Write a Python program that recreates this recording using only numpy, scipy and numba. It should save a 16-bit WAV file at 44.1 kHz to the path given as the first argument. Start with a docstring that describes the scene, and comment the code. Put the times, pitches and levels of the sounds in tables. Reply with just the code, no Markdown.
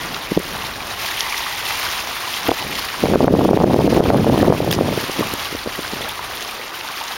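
"""Small waves on the rocks of a lake shore, heard close by on a hand-held camera's microphone.
From the start the water washes in as a crowd of bubbles and droplets, gurgling and ringing a rock gap.
Wind eddies thump on the microphone, singly at first, then in one long gust from 3 s to 4.5 s,
and the camera's limiter ducks the water under every strong buffet. Sharp clicks bunch near 4.7 s;
after that the wind eases and the waves lap on more softly."""
import sys
import numpy as np
from scipy import signal
from scipy.fft import rfft, irfft, next_fast_len
from scipy.io import wavfile
from scipy.ndimage import uniform_filter1d, minimum_filter1d
from numba import njit

SR = 44100
rng = np.random.default_rng(int(sys.argv[2]) if len(sys.argv) > 2 else 0)


def int16_out(signal):
    """Quantize to a 16-bit WAV file."""
    q = np.round(np.clip(np.atleast_2d(signal).T, -1, 1) * 32767)
    wavfile.write(sys.argv[1], SR, q.astype(np.int16))


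N = 316197
TIME = np.arange(N) / SR


# Tone of the water from the shore: frequency_hz, gain_db
WATER_SPECTRUM = [(25, -16.5), (80, -16), (190, -7.5), (380, -4), (600, -5), (850, -3), (1150, 1),
                  (1550, -5), (2000, -1.5), (3200, -1), (5500, -6.5), (7200, -13), (10500, -13.5),
                  (15500, -15.5)]
def whitewater():
    """Foam hiss, gurgling bubbles, fizz and droplets, blended into one steady wash."""
    foam = undb(-2.5) * rng.standard_normal(N)
    gurgle = undb(-5) * bubbles(304, 2567, cycles=13.3, spread_db=4, glide=0.12, count=4000)
    fizz = undb(-4) * bubbles(1430, 16900, cycles=18.4, spread_db=3.5, glide=0.028, count=14000)
    drops = undb(-12) * bubbles(2470, 14700, cycles=9.6, spread_db=4, glide=0., count=1500)
    return colour(foam + gurgle + fizz + drops, WATER_SPECTRUM)


# Waves breaking on the nearest rocks: crest_s, spray_db, churn_db, drain_s
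WAVES = [(.06, -30.5, -36, 0.13), (.45, -32, -34.5, 0.23), (.7, -33, -32, 0.17), (1.02, -25.5, -39, 0.64),
         (1.45, -29, -38, 0.36), (1.62, -28.5, -34.5, 0.38), (1.93, -25.5, -28, 0.092),
         (2.33, -26, -32.5, 0.69), (2.85, -35, -32, 0.068), (3.95, -25, -22.5, 0.088),
         (4.39, -25.5, -27.5, 0.095), (4.98, -28, -31.5, 0.8), (5.25, -35, -31.5, 0.071),
         (6.03, -34, -38, 0.069), (6.4, -37, -40, 0.49), (6.8, -37, -46, 0.084), (7.05, -35, -36, 0.68)]
def waves(churn_lag_s=0.014):
    """Each wave sprays, then churns; ripples lap between, and a deep slosh runs all along the shore."""
    water = whitewater()
    slosh = unit(passband(water, 590, "low", order=4))
    churn = unit(passband(water, [650, 1750], "band", order=4))
    spray = unit(passband(water, 1892, "high", order=5))
    crest_s, spray_db, churn_db, drain_s = np.transpose(WAVES)
    churn_swell_db = swell_db(crest_s + churn_lag_s, churn_db, drain_s, lapping_db=-34.5) - 0.82
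    spray_swell_db = swell_db(crest_s, spray_db, drain_s, lapping_db=-31.5) - 1
    surge_db = 0.9 * wander(70) + 0.65 * wander(14)  # churn and spray surge together
    churn *= undb(churn_swell_db + surge_db + 1.17 * wander(70))
    spray *= undb(spray_swell_db + surge_db + 1.17 * wander(200))
    slosh *= undb(-40 + wander(7.4))
    return slosh + churn + spray


def swell_db(crests_s, levels_db, drains_s, lapping_db, rise_s=0.068):
    """Level of water that rises quickly to each crest and drains away, over a steady lapping."""
    power = undb(lapping_db) ** 2
    for crest_s, level_db, drain_s in zip(crests_s, levels_db, drains_s):
        age = TIME - crest_s
        envelope = np.exp(-np.where(age < 0, (age / rise_s) ** 2, age / drain_s))
        power = power + undb(level_db) ** 2 * envelope
    return 10 * np.log10(power)


def bubbles(low_hz, high_hz, cycles, spread_db, glide, count):
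    """A crowd of ringing bubbles, many faint and a few strong, with an even spectrum."""
    start_fraction, pitch, life, rank = rng.random((count, 4)).T
    pitch_hz = low_hz * (high_hz / low_hz) ** pitch
    size = undb(-spread_db * np.log(np.maximum(rank, .01))) * pitch_hz
    crowd = ring_bubbles(start_fraction, pitch_hz, cycles * (.5 + life), size, glide)
    return unit(crowd) * np.sqrt(2 * (high_hz - low_hz) / SR)  # as strong per Hz as unit white noise


@njit
def ring_bubbles(start_fraction, pitch_hz, cycles, size, glide):
    """Decaying sines whose pitch climbs by the fraction glide as each bubble nears the surface."""
    out = np.zeros(N)
    for k in range(len(start_fraction)):
        first = int(start_fraction[k] * N)
        length = int(cycles[k] * SR / pitch_hz[k]) + 2
        phase = 0.
        for i in range(min(length, N - first)):
            age = i / length
            phase += 2 * np.pi * pitch_hz[k] * (1 + glide * age) / SR
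            out[first + i] += size[k] * np.exp(-5 * age) * np.sin(phase)
    return out


# Single bubbles among the near rocks: start_s, peak_db, start_pitch_hz
GURGLES = [(1.062, -19, 2150), (1.208, -12, 2940), (1.267, -14.5, 1110), (1.344, -13, 1980),
           (2.275, -20, 968), (2.34, -12, 3140), (2.473, -16, 1850), (2.625, -18.5, 820),
           (4.403, -12, 1760), (4.713, -7.5, 3250), (5.848, -17, 1510), (6.041, -27, 457),
           (6.065, -25, 610), (6.08, -21, 863), (6.094, -15, 3440), (6.193, -18.5, 960), (6.419, -17, 3310),
           (6.849, -23, 890), (6.9, -21, 1090), (7.012, -18, 860)]
def gurgles(cycles=27.6):
    """Trapped pockets of air ring briefly and rise in pitch."""
    start_s, peak_db, pitch_hz = np.transpose(GURGLES)
    lifetimes = np.full(len(pitch_hz), cycles)
    return ring_bubbles(start_s * SR / N, pitch_hz, lifetimes, undb(peak_db), glide=0.16)


# Resonances of a gap between the rocks: pitch_hz, width_hz, gain_db
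GAP_MODES = [(948, 300, 3), (1927, 280, 2.5), (2690, 350, -14)]
# Water running into that gap: crest_s, level_db
GAP_SURGES = [(.03, -34), (1.08, -30.5), (1.28, -29), (1.44, -31), (1.64, -31.5), (2.28, -37), (2.6, -33.5)]
def rock_gap(drain_s=0.093):
    """Churning water rings the air in the gap, then drains to a trickle."""
    churn = rng.standard_normal(N)
    ringing = sum(undb(gain_db) * passband(churn, [hz - width / 2, hz + width / 2], "band")
                  for hz, width, gain_db in GAP_MODES)
    crest_s, level_db = np.transpose(GAP_SURGES)
    filling_db = swell_db(crest_s, level_db, np.full(len(crest_s), drain_s), lapping_db=-41)
    return unit(ringing) * undb(filling_db + 2 * wander(50))


# The strongest eddies, right on the microphone: time_s, level_db, pitch_hz
BUFFETS = [(0.32, -5, 295), (0.376, 6.5, 353), (.401, -12, 330), (2.492, 8.5, 550), (2.517, 5, 635),
           (3.039, 3.5, 390), (3.137, 2, 503), (3.158, 13, 420), (3.245, 9.5, 416), (3.281, 13, 590),
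           (3.34, 7, 360), (3.393, 2, 447), (3.457, 8.5, 360), (3.491, 7.5, 556), (3.512, 12, 360),
           (3.533, 10.5, 432), (3.574, 11.5, 630), (3.621, 0, 540), (3.643, 12.5, 490), (3.744, 8, 517),
           (3.792, 8.5, 404), (3.878, 8, 460), (3.977, 9.5, 496), (4.007, 14, 426), (4.104, 13, 520),
           (4.146, 7, 560), (4.268, 1.5, 500), (4.299, 8, 494), (4.43, 11.5, 460), (4.484, 8, 328),
           (4.505, 11, 373), (4.525, 7.5, 560), (4.605, -2.5, 433), (4.678, -3.5, 480), (4.811, 3, 400),
           (4.935, -13, 350), (4.977, -5.5, 360), (5.04, -16, 298), (5.097, -11.5, 412), (5.194, -7.5, 290),
           (5.21, -5, 357), (5.338, -11.5, 340), (5.528, -15.5, 300), (5.551, -12, 413), (5.662, -12, 430),
           (5.675, -8, 388), (5.792, -12, 347), (5.936, -12.5, 286), (6.009, -14.5, 480)]
def buffets(wake_s=0.0099, companion_gap_s=0.00535):
    """Each eddy thumps between two weaker companions and leaves a short turbulent wake."""
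    out = np.zeros(N)
    t = np.arange(-662, 2205) / SR
    for time_s, level_db, hz in BUFFETS:
        phase = rng.uniform(0, 2 * np.pi, size=4)
        lead_s, lag_s = companion_gap_s * (.5 + rng.random(2))
        thump = eddy(t, hz, phase[0])
        thump /= np.abs(thump).max()
        snap = undb(-15 + level_db / 2) * eddy(t, 2 * hz, phase[3])  # harder blows have sharper edges
        companions = eddy(t + lead_s, 0.54 * hz, phase[1]) + eddy(t - lag_s, 0.82 * hz, phase[2])
        wake = unit(passband(rng.standard_normal(len(t)), [130, 1.2 * hz], "band", order=3))
        wake *= np.exp(-np.maximum(t, -3 * t) / wake_s)
        blow = thump + snap + undb(-13) * companions + undb(-22) * wake
        add(out, time_s + t[0], undb(level_db) * blow)
    return passband(out, 53, "high", order=1)


# Gusts across the microphone: start_s, hold_s, level_db, fade_db_per_s
GUSTS = [(0, 0.14, -36.5, 150), (0.468, 0.077, -35.5, 35), (2.462, 0.034, -30, 206),
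         (2.618, 0.091, -32, 90), (3.055, 0.033, -14, 30), (3.2, 1.3, -11, 104), (4.625, 0.037, -16, 78),
         (4.784, 0.059, -16, 84), (5.19, 0.015, -24, 132), (5.934, 0.076, -33.5, 160)]
def gusts(eddy_hz=330, eddy_count=2300, rise_db_per_s=320):
    """A lumpy rumble and an uneven train of eddies; each gust rises fast, holds and dies away."""
    lumpy_noise = undb(3 * wander(120)) * rng.standard_normal(N)
    rumble = unit(passband(lumpy_noise, [75, 290], "band"))
    flutter = np.zeros(N)
    t = np.arange(-441, 441) / SR
    starts_s = rng.random(eddy_count) * N / SR
    phases = rng.uniform(0, 2 * np.pi, eddy_count)
    forces, scatters = np.clip(rng.standard_normal((eddy_count, 2)), -2, 2).T
    for start_s, phase, force, scatter in zip(starts_s, phases, forces, scatters):
        hz = eddy_hz * np.exp(np.tanh(0.35 * scatter + 0.3 * force))  # stronger eddies are faster
        add(flutter, start_s, undb(4 * force) * eddy(t, hz, phase))
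    wind = passband(undb(-4) * rumble + undb(-1) * unit(flutter), 33, "high", order=1)
    strongest_db = np.full(N, -np.inf)
    for start_s, hold_s, level_db, fade_db_per_s in GUSTS:
        rise_db = rise_db_per_s * np.maximum(start_s - TIME, 0)
        fade_db = fade_db_per_s * np.maximum(TIME - start_s - hold_s, 0)
        strongest_db = np.maximum(strongest_db, level_db - rise_db - fade_db)
    return wind * undb(strongest_db)


def eddy(t, hz, phase):
    """A passing eddy swings the pressure one way and back."""
    turn = 2 * np.pi * hz * t
    return np.exp(-(turn / 2.4) ** 2) * np.sin(turn + phase)


# Handling of the camera and flung drops: start_s, peak_db, centre_hz, decay_s
CLICKS = [(.144, -11.5, 3320, .0044), (.3928, -9, 13300, 0.00031), (.4325, -23, 12500, .002),
          (1.207, 1, 4500, 0.00068), (1.791, -16, 6000, 0.00084), (2.886, -12.5, 2800, 0.0056),
          (4.709, -11, 4500, .0022), (4.714, -6, 11900, .0006), (4.722, -14.5, 11000, 0.012),
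          (4.7265, -3.5, 3240, .0015), (4.735, -11.5, 4080, 0.0074), (4.75, -13, 6040, 0.003),
          (5.115, -15, 5630, .0024), (5.338, -10, 9050, 0.00066), (6.089, -15, 10400, 0.0021),
          (6.358, -24, 12000, 0.0026), (6.425, -12, 5170, 0.0013), (7.039, -14.5, 5970, .0012)]
def clicks():
    """Small impacts make dry cracks of noise that die within milliseconds."""
    out = np.zeros(N)
    t = np.arange(2205) / SR
    for start_s, peak_db, centre_hz, decay_s in CLICKS:
        burst = rng.standard_normal(len(t)) * np.exp(-t / decay_s)
        crack = passband(burst, [0.54 * centre_hz, 1.49 * centre_hz], "band", order=3)
        add(out, start_s, undb(peak_db) * crack / np.abs(crack).max())
    return out


# Light air at the microphone: time_s, level_db
BREEZE = [(0, -42), (.25, -41), (.8, -38.5), (1.4, -44.5), (1.9, -39), (2.3, -47), (2.65, -41.5),
          (5.1, -44), (5.9, -42), (6.25, -41), (6.5, -51), (7.17, -50)]
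def breeze():
    """Air that never stops moving makes a soft, deep rumble."""
    rumble = unit(passband(rng.standard_normal(N), [22, 110], "band"))
    level_db = np.interp(TIME, *np.transpose(BREEZE)) - 1
    return rumble * undb(level_db + 0.18 * wander(10))


def ticks():
    """Sparse, tiny bubbles tick faintly in the top octave."""
    return undb(-51) * bubbles(9000, 15500, cycles=14, spread_db=5, glide=0., count=120)


def undb(db):
    """Decibels to gain."""
    return 10 ** (np.asarray(db) / 20)


def unit(x):
    """Scale to rms 1."""
    return x / np.sqrt(np.mean(x ** 2))


def wander(rate_hz):
    """Smooth random wandering with rms 1."""
    knots = np.convolve(rng.standard_normal(8000), [.5, 1, .5], "same")
    return unit(np.interp(TIME * rate_hz, np.arange(len(knots)), knots))


def colour(x, points):
    """Shape a spectrum with (frequency_hz, gain_db) points."""
    hz, db = np.transpose(points)
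    size = next_fast_len(N)
    log_hz = np.log(np.fft.rfftfreq(size, 1 / SR) + 1)
    gain = undb(np.interp(log_hz, np.log(hz), db))
    return irfft(rfft(x, size) * gain, size)[:N]


def passband(x, hz, kind, order=2):
    """Butterworth filter."""
    return signal.sosfilt(signal.butter(order, hz, kind, fs=SR, output="sos"), x)


def add(out, start_s, sound):
    """Mix a short sound in at its start time."""
    i = max(int(start_s * SR), 0)
    out[i:i + len(sound)] += sound[:max(N - i, 0)]


def scene():
    """Water, wind and clicks at one small microphone that loses the deepest bass."""
    shore = waves() + rock_gap() + gurgles() + ticks()
    air = breeze() + gusts() + buffets()
    return passband(shore + air + clicks(), 29, "high", order=1)[None]


def gain_control(x, average_s=0.023, threshold_db=-18.5, cut_db_per_db=0.36):
    """The camera turns down sound that stays loud, and the water with it."""
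    keep = np.exp(-1 / (average_s * SR))
    loudness = np.sqrt(signal.lfilter([1 - keep], [1, -keep], x[0] ** 2))
    return x / np.maximum(1, loudness / undb(threshold_db)) ** cut_db_per_db


@njit
def peak_hold(size, release):
    """Follow peaks at once and let go exponentially."""
    out, held = np.empty(len(size)), 0.
    for i in range(len(size)):
        held = max(size[i], held * release)
        out[i] = held
    return out


def limiter(x, ceiling=0.97, release_s=0.034):
    """The camera's fast limiter ducks everything under the tallest peaks."""
    held = peak_hold(np.abs(x[0]), np.exp(-1 / (release_s * SR)))
    gain = np.minimum(1, ceiling / (held + 1e-9))
    smooth_gain = uniform_filter1d(minimum_filter1d(gain, size=31), size=31)
    return np.clip(x * smooth_gain, -1, 1)


def record(dry, notch_hz=7900, top_hz=15800):
    """Inside the camera: gain control, limiter, a narrow treble notch and a steep cut at the top."""
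    sound = limiter(gain_control(dry))
    for q in (9, 14):
        sound = signal.lfilter(*signal.iirnotch(notch_hz, q, fs=SR), sound)
    return signal.sosfilt(signal.ellip(10, .2, 70, top_hz, fs=SR, output="sos"), sound)


dry = scene()
out = record(dry)
int16_out(out)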